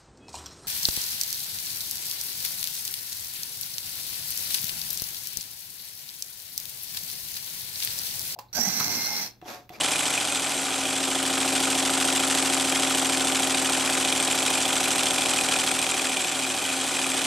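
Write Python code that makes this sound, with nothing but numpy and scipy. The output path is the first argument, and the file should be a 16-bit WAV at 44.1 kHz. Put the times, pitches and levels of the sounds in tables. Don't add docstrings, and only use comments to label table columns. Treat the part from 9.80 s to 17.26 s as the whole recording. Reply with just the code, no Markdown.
import sys
import numpy as np
from scipy import signal
from scipy.fft import rfft, irfft, next_fast_len
from scipy.io import wavfile

SR = 44100
rng = np.random.default_rng(int(sys.argv[2]) if len(sys.argv) > 2 else 0)


def volts_from_db(level):
    exponent = np.asarray(level, float) / 20
    return 10 ** exponent


def to_wav(sig):
    pcm = np.clip(np.atleast_2d(sig), -1, 1) * 32767
    pcm = np.round(pcm).astype(np.int16)
    wavfile.write(sys.argv[1], SR, pcm.T)


N = 328986

# start in seconds, end in seconds.
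FADES = [
    (0.0, 1.72),
    (5.7, 7.8),
]
# overall level, chassis level, stand level, level of the stand's
# upper ring and crosshead slack, all in dB.
VIEWS = [
    (0.3, -1.5, -7.0, -35, 3.4),
    (0.1, -0.1, 0.1, -52, 1.5),
    (0.2, -1.6, -1.6, -46, 3.7),
]
# time in seconds, turns per second.
WHEEL_SPEED = [
    [(-.3097, 13.6612), (2.3, 13.6612)],
    [(-.0867, 13.543), (1.3, 13.3747), (3.1, 13.3832), (4.5, 13.246), (5.9, 13.1804), (7.8, 13.1486)],
    [(5.2849, 13.3145), (7.7, 13.3145)],
]

KNOCKS = [
    [(.0589, -.0079), (.3278, -.007), (.4942, .0048), (.5674, .0073), (.7273, .0041)],
    [(.1607, -.0061), (.3486, .0117), (.4469, .0133), (.6365, .0055)],
    [(.0643, .012), (.2885, -.0134), (.3443, .0173), (.5324, .0138), (.894, -.0148)],
    [(.2663, -.0207), (.457, -.0155), (.6541, .021)],
    [(.1302, -.0148), (.4601, -.0249), (.9314, -.029)],
]
# frequency in Hz, t60 in seconds, level in dB.
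BENCH_MODES = [(39.9, 0.148, -15.4), (85.4, 0.2, -6.4), (110.2, 0.155, -0.6), (146.8, 0.16, -5.4),
               (187.3, 0.119, -6.7), (231.0, 0.018, 3.4)]
STAND_MODES = [(302.4, 0.038, 10.1), (360.3, 0.3, 2.7), (415.2, 0.12, -18.9)]
FRAME_MODES = [(508.9, 0.057, 0.4), (568.8, 0.055, 1.7), (636.5, 0.09, -0.5)]
PLATE_MODES = [(758.6, 0.127, 0.9), (815.5, 0.14, -4.8), (864.8, 0.08, -1.5), (994.2, 0.1, -3.3)]
BLOCK_MODES = [(754, 0.036, 3), (807, 0.035, 0.5), (325, 0.047, -4), (984, 0.14, -9)]
# frequency in Hz, t60 in seconds, place in turns, level in dB.
DRONE = (267.5, .5, .8336, -33)
# frequency in Hz, t60 in seconds.
UPPER_DRONE = (288, 0.17)

# place on the wheel in turns (0-1), level in dB.
CLACKS = [
    [(.108, -6.5), (.30, -1.5), (.37, -5.5), (.60, -11.5), (.70, -9), (.86, -4), (.995, -4)],
    [(.071, -1.5), (.30, -13), (.37, -2.5), (.49, -8.5), (.70, -10), (.86, -5), (.97, -25.5)],
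    [(.071, -4.5), (.37, 1.5), (.49, -7), (.70, -2.5), (.79, -7), (.86, 1.5)],
    [(.071, -8), (.30, 0), (.49, -1.5), (.86, -1), (.99, 4)],
    [(.04, -6), (.30, -2.5), (.38, 19), (.72, 21), (.86, -9)],
    [(.071, -7), (.108, 0), (.37, 10), (.49, 5), (.60, -1), (.70, 8.5), (.79, -30), (.86, 7), (.995, 0)],
]
# frequency in Hz, t60 in seconds, level in dB.
ROD_MODES = [(1246, 0.038, 12), (1404, 0.014, 22.5), (1490, 0.0028, -9), (1970, 0.0074, -23)]
CROSSHEAD_MODES = [(2380, 0.054, 2.5), (2480, 0.027, 10.5), (2540, 0.018, 6), (3000, 0.035, -8)]
SLIDE_MODES = [(3000, 0.015, 11.5), (3248, 0.014, 16), (3510, 0.06, 2), (3780, 0.026, -1.5),
               (3926, 0.066, -4.5)]
VALVE_MODES = [(7670, 0.0072, 1), (7530, 0.0056, 6)]
LEVER_MODES = [(6190, 0.0092, 20), (5700, 0.023, -0.46), (6650, .01, -2)]
LINK_MODES = [(8370, 0.02, 10.5), (8390, 0.02, 9), (8570, 0.025, -9), (7500, .012, -20),
              (10600, 0.032, 3.5), (12820, 0.018, 3)]
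PART_LEVELS = (-38, -38, -34, -35, -44, -35)

# place on the wheel in turns (0-1), level in dB, decay in seconds.
PUFFS = [
    (0.03, 0.5, 0.0071),
    (0.288, -2.5, 0.0055),
    (0.373, 1, 0.0078),
    (0.589, -1, 0.0017),
    (.70, 3, 0.0075),
    (0.797, -1, 0.018),
]
# frequency in Hz, spectral density in dB per Hz.
AIR_COLOUR = [(450, -15.5), (1300, -15.5), (3300, -12.5), (4400, -15.5), (8700, -14.5), (9100, -20),
              (10900, -19), (11700, -35)]
# frequency in Hz, difference in dB.
LEAN = [(60, -2.5), (200, 2.5), (700, 1.3), (2380, .4), (4400, -1.5), (15000, 1.8)]
# frequency in Hz, level in dB.
WALLS = [(130, -22), (300, -21), (600, -18), (1290, -14), (2380, -12.5), (4400, -14), (8120, -9.5),
         (12000, -11.5)]


def level(x, db):
    return x * volts_from_db(db) / np.sqrt(np.mean(x ** 2))


def colour(x, points):
    hz, db = np.transpose(points)
    log_hz = np.log(np.arange(len(x) // 2 + 1) * SR / len(x) + 1)
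    gain = volts_from_db(np.interp(log_hz, np.log(hz + 1), db))
    return irfft(rfft(x) * gain, len(x))


def cut_bass(x, order, hz):
    return signal.sosfilt(signal.butter(order, hz, "high", fs=SR, output="sos"), x)


def ring(force, modes):
    out = 0
    for hz, t60, db in modes:
        pole = np.exp(2j * np.pi * hz / SR - np.log(1000) / (t60 * SR))
        denominator = [1, -2 * pole.real, abs(pole) ** 2]
        out = out + volts_from_db(db) * signal.lfilter([.5, 0, -.5], denominator, force)
    return out


def fall(x, decay_s):
    return signal.lfilter([1], [1, -np.exp(-1 / (decay_s * SR))], x)


def strikes(turns, size, places, forces, jitter_s, scatter_db):
    s, count = np.transpose(turns)
    turn = np.arange(count[-1])[:, None] + places
    at = np.interp(turn, count, s - s[0]) + jitter_s * rng.standard_normal(turn.shape)
    sample = (at.clip(0) * SR).astype(int).ravel()
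    trains = np.zeros((forces.shape[1], size))
    for train, column in zip(trains, forces.T):
        force = column * volts_from_db(scatter_db * rng.standard_normal(turn.shape))
        train += np.bincount(sample, force.ravel(), size)[:size]
    return trains


def knocks(turns, size, upper_db):
    bodies = []
    for table, modes in zip(KNOCKS, (BENCH_MODES, STAND_MODES, FRAME_MODES, PLATE_MODES, BLOCK_MODES)):
        table = np.array(table)
        force = strikes(turns, size, table[:, 0], table[:, 1:], jitter_s=.00006, scatter_db=.3)[0]
        bodies.append(ring(force, modes))
    bench, stand, frame, plate, block = bodies
    hz, t60, place, db = DRONE
    push = strikes(turns, size, np.array([place]), np.ones((1, 1)), jitter_s=.00002, scatter_db=.2)[0]
    drone = 0
    for mode in [(hz, t60, db), (*UPPER_DRONE, upper_db)]:
        drone = drone + ring(push, [mode]) * np.log(1000) * .098 / mode[1]
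    soft = signal.butter(2, 3000, fs=SR, output="sos")
    return signal.sosfilt(soft, [bench + frame + plate + block, stand, drone])


def clacks(turns, size, slack_db, rattle_s=0.0026, grain_db=1.5, shared=0.71, hit=3.7):
    def grit():
        return rng.standard_normal(size) * volts_from_db(grain_db * rng.exponential(size=size).clip(0, 3))

    part_modes = (ROD_MODES, CROSSHEAD_MODES, SLIDE_MODES, VALVE_MODES, LEVER_MODES, LINK_MODES)
    slack = (0, slack_db, 0, 0, 0, 0)
    common, out = grit(), 0
    for table, modes, db, extra_db in zip(CLACKS, part_modes, PART_LEVELS, slack):
        table = np.array(table)
        blow = strikes(turns, size, table[:, 0], volts_from_db(table[:, 1:]), jitter_s=.0003, scatter_db=1.3)[0]
        rattle = fall(blow, rattle_s) * (shared * common + (1 - shared) * grit())
        out = out + level(ring(hit * blow + rattle, modes), db) * volts_from_db(extra_db)
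    return cut_bass(out, 4, 1000)


def air(turns, size, rise_s=0.0011, flutter_db=0.5, flutter_s=0.0018):
    def hiss():
        return colour(rng.standard_normal(size), AIR_COLOUR)

    places, puff_db, decays_s = np.array(PUFFS).T
    opens = strikes(turns, size, places, np.diag(volts_from_db(puff_db)), jitter_s=.0005, scatter_db=1.5)
    flow = fall(sum(fall(train, decay_s) for train, decay_s in zip(opens, decays_s)), rise_s)
    flutter = level(fall(rng.standard_normal(size), flutter_s), 0) * flutter_db
    puffs = level(flow * hiss(), -28.5)
    leak = level(volts_from_db(flutter) * hiss(), -33)
    return cut_bass(puffs + leak, 4, 400)


def chassis_run(speed, level_db, body_db, stand_db, upper_db, slack_db):
    s, rate = np.transpose(speed)
    start = int(s[0] * SR)
    size = next_fast_len(int(s[-1] * SR) - start)
    t = (start + np.arange(size)) / SR
    rate = np.interp(t, s, rate)
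    turns = np.c_[t, np.cumsum(rate) / SR][::64]
    faster = rate - rate.mean()
    body, stand, drone = knocks(turns, size, upper_db)
    knock_gain, slack_db = volts_from_db(3.5 * faster), slack_db - 23 * faster
    run = knock_gain * (volts_from_db(body_db) * body + volts_from_db(stand_db) * stand) + volts_from_db(stand_db) * drone
    run = run + clacks(turns, size, slack_db) + air(turns, size)
    line = np.zeros(N + SR)
    part = run[max(-start, 0):][:len(line) - max(start, 0)]
    line[max(start, 0):][:len(part)] = part
    return volts_from_db(level_db) * line


def ports(x):
    hz, db = np.transpose(LEAN)
    bass_lead = .6
    lead = bass_lead * 60 / np.maximum(np.arange(N // 2 + 1) * SR / N, 40)
    sides = []
    for side in (1, -1):
        spectrum = rfft(colour(x, np.c_[hz, side * db / 2]))
        sides.append(irfft(spectrum * np.exp(.5j * side * lead), N))
    return np.array(sides)


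def room(x):
    t60_s, alike = .3, .4
    t = np.arange(int(t60_s * SR)) / SR
    wash = rng.standard_normal((2, len(t))) * volts_from_db(-60 * t / t60_s) * (t > .002)
    wash = wash / np.sqrt(np.sum(wash ** 2, axis=1, keepdims=True))
    mid, side = signal.fftconvolve(colour(x, WALLS)[None], wash, axes=1)[:, :N]
    return alike * mid + np.array([side, -side])


def scene():
    wide, close, closest = (chassis_run(speed, *gains) for speed, gains in zip(WHEEL_SPEED, VIEWS))
    close = np.delete(close, int(4.045 * SR) + np.arange(1024))
    first, second = (np.interp(np.arange(N) / SR, fade, (0, 1)) for fade in FADES)
    mix = (1 - first) * wide[:N] + (first - second) * close[:N] + second * closest[:N]
    return ports(mix) + room(mix)


def band_limit(x):
    return signal.sosfilt(signal.butter(12, 15700, fs=SR, output="sos"), x)


def record(dry):
    trimmed = cut_bass(dry, 4, 36)
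    steep = signal.ellip(12, .5, 80, 13650, fs=SR, output="sos")
    return band_limit(signal.sosfilt(steep, trimmed))


dry = scene()
out = record(dry)
to_wav(out)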